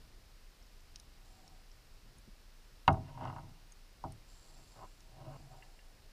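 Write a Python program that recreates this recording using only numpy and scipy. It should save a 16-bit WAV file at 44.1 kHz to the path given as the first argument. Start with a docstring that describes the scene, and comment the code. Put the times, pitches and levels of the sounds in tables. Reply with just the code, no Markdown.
"""Blows on the rig of a watertight camera housing in dark, still water: a sharp knock, softer ones and bounces.
Each rings the housing's modes, adds a noise crack and leaves a shudder; dull bumps are decaying sines.
A rubbing grip drives the same modes with random slips: scrape and rumble, with gritty grinding under two strokes.
Over it: modal ticks on the shell, creaks of the mount and grainy sizzles.
Behind it: filtered-noise flow rumble and hiss, and a faint whine of steady sines that fades."""
import sys
import numpy as np
from scipy import signal
from scipy.fft import rfft, irfft, next_fast_len
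from scipy.io import wavfile
from scipy.ndimage import uniform_filter1d

SR = 44100
rng = np.random.default_rng(int(sys.argv[2]) if len(sys.argv) > 2 else 0)


def log_audio(samples):
    """Write samples as a 16-bit WAV file to the path given in sys.argv[1]."""
    # one column per channel
    frames = np.atleast_2d(samples).T
    # limit to full scale, then quantise
    limited = np.clip(frames, -1, 1)
    pcm = np.round(limited * 32767).astype(np.int16)
    wavfile.write(sys.argv[1], SR, pcm)


N = 269886
TIME_S = np.arange(N) / SR

# modes of housing and rig: [f/Hz, relative level/dB, t60/s]
HOUSING_MODES = [(34.4, -36.5, 0.43), (49.93, -18, 0.036), (74.7, -34.5, 0.4), (93.8, -20.5, 0.155),
                 (108.1, -32, 0.38), (127.1, -31, 0.23), (142.3, -28.5, 0.25), (185.5, -37, 0.34),
                 (264, -33.5, 0.24), (327.4, -32, 0.19), (379, -39, 0.2), (408, -38.5, 0.3),
                 (567, -28, 0.082), (643.8, -29, 0.21), (673, -28.5, 0.17), (757.4, -28.5, 0.18),
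                 (772, -27.5, 0.12), (800, -21, 0.11), (849, -39, 0.27), (875, -14.5, 0.031),
                 (936, -22, 0.075), (957, -7, 0.014), (1047, -31, 0.11), (1134, -38.5, 0.16),
                 (1180, -33, 0.08), (1270, -24, 0.062), (1382, -35, 0.083), (1458, -26, 0.044),
                 (1481, -29, 0.018), (1612, -35.5, 0.061), (1707, -43, 0.053), (1895, -36, 0.045),
                 (2145, -32.5, 0.05), (2600, -29, 0.027), (2758, -27, 0.022), (2820, -31.5, 0.028),
                 (3200, -39, 0.03), (3630, -41.5, 0.022), (3840, -38, 0.025), (4570, -43.5, 0.025)]
# anti-resonances of the housing: [f/Hz, Q/1]
HOUSING_NOTCHES = [(218, 59), (475, 2.3), (712, 16), (2420, 6.9)]
# blows, bounces and jolts of the grip: [t/s, force/dB, contact bandwidth/Hz, low-mode lift/dB]
BLOWS = [(2.8785, 5, 6900, -3), (2.9038, -22, 4500, 0), (2.9405, -23, 2000, -4), (2.9681, -33, 890, 18),
         (3.1746, -29, 1400, 7), (3.2095, -21, 1310, 2.5), (3.222, -28, 1290, 12), (3.242, -26, 4200, -11),
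         (3.2526, -15, 1510, -14), (3.266, -27, 1800, -14), (3.280, -23.5, 1900, -6),
         (3.298, -20.5, 1900, -20), (3.326, -25, 1600, 3.5), (3.362, -22, 1930, -21),
         (3.383, -25, 1900, -8), (4.039, -17.5, 1120, 6.5)]
# crack spectrum: [f/Hz, relative density/dB per Hz]
CRACK_SPECTRUM = [(2500, -7), (4000, -3), (4900, 3), (5500, 1.5), (6100, -1), (6900, -9.5), (8300, -9),
                  (9500, -17), (11000, -29.5), (15000, -42.5)]
# bumps of a gloved hand: [t/s, level before decay/dB, f/Hz]
HAND_BUMPS = [(2.2766, -50.5, 269), (2.2847, -46.5, 198)]
# grip strokes: [peak t/s, swell/s, hold/s, scrape fade/s, scrape level/dB, rumble level/dB,
#   scrape f/Hz, scrape lift/dB, rumble f/Hz, rumble lift/dB]
RUB_STROKES = [(1.387, 0.73, 0.097, 0.37, -69, -72.5, 756, 11.5, 111, 0),
               (1.53, 0.055, 0.01, 0.31, -71, -71, 734, 24, 109, -3),
               (3.082, 0.016, 0.025, 0.06, -63, -54, 940, 0, 122, 16.5),
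               (3.231, 0.36, 0.06, 0.14, -51.5, -49, 957, 10.5, 123, 11.5),
               (3.376, 0.015, 0.0089, 0.43, -60.5, -67, 890, 17, 130, 13),
               (3.437, 0.017, 0.013, 0.067, -73, -52, 406, 8, 167.4, 9),
               (4.595, 1, 0.0092, 0.19, -68, -66.5, 869, 7.5, 133.5, 10.5),
               (4.769, 0.056, 0.035, 0.07, -61.5, -64.5, 850, 4.5, 232, 0),
               (4.828, 0.11, 0.024, 0.042, -52, -67, 1037, 11.5, 232, 2),
               (5.188, 0.23, 0.026, 0.077, -63, -58, 740, 10.5, 127.6, 12),
               (5.256, 0.19, 0.11, 0.058, -58.5, -54.5, 704, 4, 137.4, 17.5),
               (5.275, 0.19, 0.036, 0.063, -58.5, -60, 602, 17, 342, 19),
               (5.40, 0.05, 0.078, 0.17, -69.5, -63, 750, 12, 137, 17),
               (5.516, 0.04, 0.03, 0.66, -59.5, -59.5, 750, 9, 124.5, 30)]
# filter on the slips for the scrape: [f/Hz, relative gain/dB]
SCRAPE_FILTER = [(400, 7), (600, 10.5), (900, -4), (1350, 1), (1800, -2.5), (2850, -1.5), (3400, -8.5),
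                 (4500, -19.5)]
# filter on the slips for the rumble: [f/Hz, relative gain/dB]
RUMBLE_FILTER = [(40, -36.5), (80, 0), (130, 5), (250, 0.5), (380, -8), (560, -20.5)]
# gritty grinding under two of the strokes: [peak t/s, swell/s, hold/s, fade/s, level/dB]
GRIND_STROKES = [(3.069, 0.03, 0.02, 0.06, -72), (3.23, 0.24, 0.059, 0.2, -61)]
# modes of the mount, undamped by the grip: [f/Hz, relative level/dB, t60/s]
MOUNT_MODES = [(1743, -4, 0.16), (1990, 3.5, 0.043), (2575, -9, 0.053), (2780, 4.5, 0.042),
               (2830, -20, 0.03)]
# treble modes of the shell: [f/Hz, relative level/dB, t60/s]
SHELL_MODES = [(3140, -12, 0.02), (3830, -9.5, 0.025), (4260, -10, 0.017), (4700, -11, 0.014),
               (5070, -7.5, 0.014), (5460, -8, 0.023), (5900, -9, 0.016), (6560, -6, 0.017),
               (8600, -7, 0.011), (10040, -1.5, 0.0079), (12170, -22, 0.011)]
# ticks on the shell: [t/s, peak of the ringing/dB, centre f/Hz, spread/octaves]
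SHELL_TICKS = [(0.626, -57, 5900, 0.16), (0.666, -59, 5430, 0.22), (.805, -61, 6300, .2),
               (0.9584, -36.5, 4930, 0.51), (0.9983, -44.5, 7200, 1.4), (1.478, -48, 5060, 0.6),
               (1.715, -53.5, 5600, 0.13), (2.184, -52.5, 9100, 0.43), (2.928, -49, 7950, 1.2),
               (3.7215, -47.5, 7600, 0.19), (4.122, -46.5, 9850, 0.57), (5.005, -52.5, 6040, 0.6)]
# bare contact of a tick: [f/Hz, relative density/dB per Hz]
SNAP_SPECTRUM = [(1000, -17.5), (2500, -2.5), (3800, -9), (6700, 1.5), (7300, -17.5), (10500, -13.5),
                 (14000, -33)]
# creaks of the mount: [t/s, peak level/dB]
MOUNT_CREAKS = [(5.622, -48), (5.788, -53)]
# spells of thin hiss: [start t/s, hold/s, level/dB]
SIZZLE_SPELLS = [(1.257, 0.077, -74), (4.285, 0.42, -69), (5.307, 0.36, -77)]
# sizzle spectrum: [f/Hz, relative density/dB per Hz]
SIZZLE_SPECTRUM = [(2500, -14), (4500, 5.5), (6000, -2), (7050, 1.5), (7500, 10), (8100, -5.5), (10500, -4),
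                   (14000, -29)]
# water flowing past the housing: [f/Hz, relative density/dB per Hz]
FLOW_SPECTRUM = [(8, -41.5), (18, -9.5), (29, 2.5), (40, -11.5), (55, -15), (110, -23), (170, -30.5),
                 (300, -34.5), (700, -39.5)]
# recorder hiss: [f/Hz, relative density/dB per Hz]
HISS_SPECTRUM = [(100, 8), (480, 2.5), (750, 1.5), (1200, 2), (2300, 0), (2850, 0.5), (3300, -2),
                 (4300, 0.5), (5250, 0.5), (6200, -5), (7700, -7), (10000, -9), (12000, -10.5),
                 (15000, -12)]
# electronics whine before its fade: [f/Hz, rms level/dB]
WHINE_LINES = [(12462, -97), (12543, -96), (12715, -95)]
# fade of the whine: [t/s, gain/dB]
WHINE_FADE = [(0, 0), (2.0, 0), (2.8, -6), (6.1, -10)]

LOW_MODE_LAG = 0.9  # swell time of a mode goes as its period to this power
THUMP_BELOW_HZ = 540
CRACK_DB, CRACK_RISE_S, CRACK_DECAY_S, CRACK_LEAD_S = -36.5, 0.0007, 0.0015, 0.0008  # dB re force
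BUMP_T60_S = 0.041
SHUDDER_DB, SHUDDER_DB_PER_S, SHUDDER_HZ, SHUDDER_LIFT_DB = -34, 140.5, 115, 5.5  # level re force
RATTLE_DB, RATTLE_DB_PER_S, SHUDDER_ONSET_S = -52.5, 185, 0.0041  # level re force
SLIPS_PER_S, SLIP_SPREAD_DB = 900, 3
STROKE_RANGE_DB = 29  # rise over one swell time, drop over one fade time
SWELL_CURVE, FADE_CURVE = 0.7, 0.6  # powers of time in the dB slopes
RUMBLE_FADE_S, RUMBLE_FADE_CURVE = 0.23, 0.74
CATCH_S, CATCH_SPREAD_DB = 0.0092, 1.5
GRIT_PER_S, GRIT_DAMPING_S = 280, 0.0039
SNAP_DB, SNAP_DECAY_S = -14, 0.0016  # rms before decay, re peak of the ringing
CREAK_SLIP_S, CREAK_LOSS_DB = 0.0042, 6  # spacing and loss per slip
SIZZLE_ATTACK_S, SIZZLE_RELEASE_S, SIZZLE_GRAINS_PER_S = 0.0066, 0.24, 3100
CUTOFF_HZ = 15350


def from_db(db):
    """Decibels to gain."""
    return 10 ** (np.asarray(db) / 20)


def rms_one(x):
    """Scale to rms 1."""
    return x / np.sqrt(np.mean(x ** 2) + 1e-20)


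def t60_decay(t, t60_s):
    """Exponential decay by 60 dB in t60_s."""
    return np.exp(-np.log(1000) * t / t60_s)


def coloured(x, spectrum):
    """Filter by a [f/Hz, dB] table, 20 dB per octave down outside it; rms 1."""
    hz, db = np.transpose(spectrum)
    size = next_fast_len(len(x))
    bins_hz = np.maximum(np.fft.rfftfreq(size, 1 / SR), 1)
    octaves_above = np.maximum(np.log2(bins_hz / hz[-1]), 0)
    octaves_below = np.maximum(np.log2(hz[0] / bins_hz), 0)
    curve_db = np.interp(np.log(bins_hz), np.log(hz), db)
    gain = from_db(curve_db - 20 * (octaves_above + octaves_below))
    return rms_one(irfft(rfft(x, size) * gain, size)[:len(x)])


def emphasised(x, hz, lift_db, q):
    """Lift one narrow band."""
    return x + (from_db(lift_db) - 1) * signal.lfilter(*signal.iirpeak(hz, q, fs=SR), x)


def steady(x, window_s):
    """Even out slow level swings; rms about 1."""
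    power = uniform_filter1d(x ** 2, int(window_s * SR))
    return x / np.sqrt(np.maximum(power, 1e-9))


def add(out, t_s, sound):
    """Mix a sound in at t_s."""
    start = round(t_s * SR)
    out[start:start + len(sound)] += sound[:N - start]


def ringing(modes, swell_at_1khz_s, polarity=1):
    """Response to one tap: modes swell, low ones slower, then decay; polarity -1 alternates signs."""
    t = TIME_S[:SR // 2]
    hz, db, t60_s = np.transpose(modes)[:, :, None]
    swell = 1 - np.exp(-(t * (hz / 1000) ** LOW_MODE_LAG / swell_at_1khz_s) ** 2)
    signs = polarity ** np.arange(len(modes))[:, None]
    partials = signs * from_db(db) * swell * t60_decay(t, t60_s) * np.sin(2 * np.pi * hz * t)
    return np.sum(partials, axis=0)


def housing():
    """Modal response of the housing to one tap, notched at its anti-resonances."""
    body = ringing(HOUSING_MODES, swell_at_1khz_s=0.0014)
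    for hz, q in HOUSING_NOTCHES:
        body = signal.lfilter(*signal.iirnotch(hz, q, fs=SR), body)
    return body


def crack():
    """Noise burst of one contact."""
    t = TIME_S[:SR // 10]
    envelope = (1 - np.exp(-t / CRACK_RISE_S)) * np.exp(-t / CRACK_DECAY_S)
    return coloured(rng.standard_normal(len(t)), CRACK_SPECTRUM) * envelope


def knocks(body):
    """Contact bandwidth limits the modes woken, weight lifts the low ones, force scales modes and crack."""
    out = np.zeros(N)
    bass = signal.sosfilt(signal.butter(1, THUMP_BELOW_HZ, fs=SR, output="sos"), body)
    for t_s, force_db, contact_hz, thump_db in BLOWS:
        contact = signal.butter(3, contact_hz, fs=SR, output="sos")
        weighted = body + (from_db(thump_db) - 1) * bass
        add(out, t_s, from_db(force_db) * signal.sosfilt(contact, weighted))
        add(out, t_s - CRACK_LEAD_S, from_db(force_db + CRACK_DB) * crack())
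    return out


def after_blows(db_per_s):
    """Gain of a shaking fed by each blow's force, decaying at db_per_s; energies add."""
    energy, t = np.zeros(N), TIME_S[:SR]
    for t_s, force_db, *_ in BLOWS:
        onset = 1 - np.exp(-t / SHUDDER_ONSET_S)
        add(energy, t_s, (from_db(force_db - db_per_s * t) * onset) ** 2)
    return np.sqrt(energy)


def shudder(scraping, rumbling):
    """After a blow the rig's joints rattle briefly and it rumbles a little longer."""
    rattle = steady(scraping, window_s=0.14)
    rumble = steady(emphasised(rumbling, SHUDDER_HZ, SHUDDER_LIFT_DB, q=5.1), window_s=0.18)
    rattle_part = from_db(RATTLE_DB) * after_blows(RATTLE_DB_PER_S) * rattle
    rumble_part = from_db(SHUDDER_DB) * after_blows(SHUDDER_DB_PER_S) * rumble
    return rattle_part + rumble_part


def bumps():
    """A damping gloved hand: a few dull cycles per bump."""
    out, t = np.zeros(N), TIME_S[:SR // 5]
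    for t_s, level_db, hz in HAND_BUMPS:
        add(out, t_s, from_db(level_db) * np.sin(2 * np.pi * hz * t) * t60_decay(t, BUMP_T60_S))
    return out


def slips(per_s, spread_db):
    """Stick-slip: impulses of uneven size and random sign at random moments."""
    sizes = from_db(spread_db * np.minimum(rng.exponential(1, N), 4)) * rng.choice([-1, 1], N)
    return sizes * (rng.random(N) < per_s / SR)


def friction(body):
    """Slips ring the housing; filtered into a mid scrape and a low rumble."""
    pushes = slips(SLIPS_PER_S, SLIP_SPREAD_DB)
    ringing_part = rms_one(signal.fftconvolve(pushes, body)[:N])
    # direct share of each slip, dulled by the wall
    direct_part = rms_one(signal.sosfilt(signal.butter(3, 1100, fs=SR, output="sos"), pushes))
    shaken = ringing_part + from_db(-9.5) * direct_part
    return coloured(shaken, SCRAPE_FILTER), coloured(shaken, RUMBLE_FILTER)


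def stroke(peak_s, swell_s, hold_s, fade_s, fade_curve):
    """Gain that swells to 1 at the peak, holds and fades."""
    before = np.clip((peak_s - TIME_S) / swell_s, 0, 4) ** SWELL_CURVE
    after = np.clip((TIME_S - peak_s - hold_s) / fade_s, 0, 4) ** fade_curve
    return from_db(-STROKE_RANGE_DB * (before + after))


def catches():
    """Uneven gain of a grip that catches and eases; rms 1."""
    moments_s = np.arange(0, TIME_S[-1], CATCH_S)
    strength = np.interp(TIME_S, moments_s, rng.standard_normal(len(moments_s)))
    return rms_one(from_db(CATCH_SPREAD_DB * strength))


def rubbing(scraping, rumbling):
    """Each stroke favours one scrape and one rumble pitch; the rumble has its own fade."""
    out, grip = np.zeros(N), catches()
    for (peak_s, swell_s, hold_s, fade_s, scrape_db, rumble_db,
         scrape_hz, scrape_lift_db, rumble_hz, rumble_lift_db) in RUB_STROKES:
        scrape = steady(emphasised(scraping, scrape_hz, scrape_lift_db, q=8.2), window_s=0.03)
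        rumble = steady(emphasised(rumbling, rumble_hz, rumble_lift_db, q=20), window_s=0.14)
        scrape_gain = stroke(peak_s, swell_s, hold_s, fade_s, FADE_CURVE) * grip
        rumble_gain = stroke(peak_s, swell_s, hold_s, RUMBLE_FADE_S, RUMBLE_FADE_CURVE)
        out += from_db(scrape_db) * scrape_gain * scrape
        out += from_db(rumble_db) * rumble_gain * rumble
    return out


def grinding():
    """Sparse gritty slips in the mount, its modes damped by the grip."""
    damping = np.exp(-TIME_S[:SR // 2] / GRIT_DAMPING_S)
    damped = ringing(MOUNT_MODES, swell_at_1khz_s=0.00025) * damping
    grit = rms_one(signal.fftconvolve(slips(GRIT_PER_S, spread_db=1), damped)[:N])
    gain = np.zeros(N)
    for peak_s, swell_s, hold_s, fade_s, level_db in GRIND_STROKES:
        gain += from_db(level_db) * stroke(peak_s, swell_s, hold_s, fade_s, FADE_CURVE)
    return grit * gain


def ticks():
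    """A tap with a noise tail rings the shell modes around a centre; a bare snap is added."""
    out = np.zeros(N)
    hz, db, t60_s = np.transpose(SHELL_MODES)
    tail_t, snap_t = TIME_S[:SR // 10], TIME_S[:SR // 20]
    for t_s, peak_db, centre_hz, octaves in SHELL_TICKS:
        tint_db = -4.3 * (np.log2(hz / centre_hz) / octaves) ** 2
        modes = np.column_stack([hz, db + tint_db, t60_s])
        force = 0.18 * rng.standard_normal(len(tail_t)) * t60_decay(tail_t, 0.011)
        force[0] = 1
        tick = signal.fftconvolve(force, ringing(modes, swell_at_1khz_s=0.0002, polarity=-1))
        add(out, t_s, from_db(peak_db) * tick / np.abs(tick).max())
        snap_noise = coloured(rng.standard_normal(len(snap_t)), SNAP_SPECTRUM)
        add(out, t_s, from_db(peak_db + SNAP_DB) * snap_noise * np.exp(-snap_t / SNAP_DECAY_S))
    return out


def creaks():
    """Four quick slips, each weaker, ring the mount."""
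    out, ring = np.zeros(N), ringing(MOUNT_MODES, swell_at_1khz_s=0.0014)
    for t_s, peak_db in MOUNT_CREAKS:
        creak = np.zeros(N)
        for k, jitter in enumerate(rng.uniform(0, 0.5, size=4)):
            add(creak, t_s + CREAK_SLIP_S * (k + jitter), from_db(-CREAK_LOSS_DB * k) * ring)
        out += from_db(peak_db) * creak / np.abs(creak).max()
    return out


def sizzle():
    """Filtered random grains: a thin hiss sets in quickly, holds and dies away."""
    gain = np.zeros(N)
    for start_s, hold_s, level_db in SIZZLE_SPELLS:
        early_s = np.maximum(start_s - TIME_S, 0)
        late_s = np.maximum(TIME_S - start_s - hold_s, 0)
        gain += from_db(level_db) * np.exp(-early_s / SIZZLE_ATTACK_S - late_s / SIZZLE_RELEASE_S)
    return gain * coloured(slips(SIZZLE_GRAINS_PER_S, spread_db=4), SIZZLE_SPECTRUM)


def flow():
    """Water passing the housing: steadied deep noise."""
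    return from_db(-57) * steady(coloured(rng.standard_normal(N), FLOW_SPECTRUM), window_s=0.23)


def recorder_noise():
    """Filtered-noise hiss and a fading whine of sines."""
    hiss = from_db(-66.5) * coloured(rng.standard_normal(N), HISS_SPECTRUM)
    whine = np.zeros(N)
    for hz, rms_db in WHINE_LINES:
        whine += np.sqrt(2) * from_db(rms_db) * np.sin(2 * np.pi * hz * TIME_S)
    return hiss + whine * from_db(np.interp(TIME_S, *np.transpose(WHINE_FADE)))


def scene():
    """Sum of all sources at one microphone inside the housing."""
    body = housing()
    scraping, rumbling = friction(body)
    blows = knocks(body) + shudder(scraping, rumbling) + bumps()
    grip = rubbing(scraping, rumbling) + grinding()
    details = ticks() + creaks() + sizzle()
    return (blows + grip + details + flow() + recorder_noise())[None]


def record(dry):
    """Steep elliptic low-pass cuts the top."""
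    return signal.sosfilt(signal.ellip(12, 0.1, 70, CUTOFF_HZ, fs=SR, output="sos"), dry)


dry = scene()
out = record(dry)
log_audio(out)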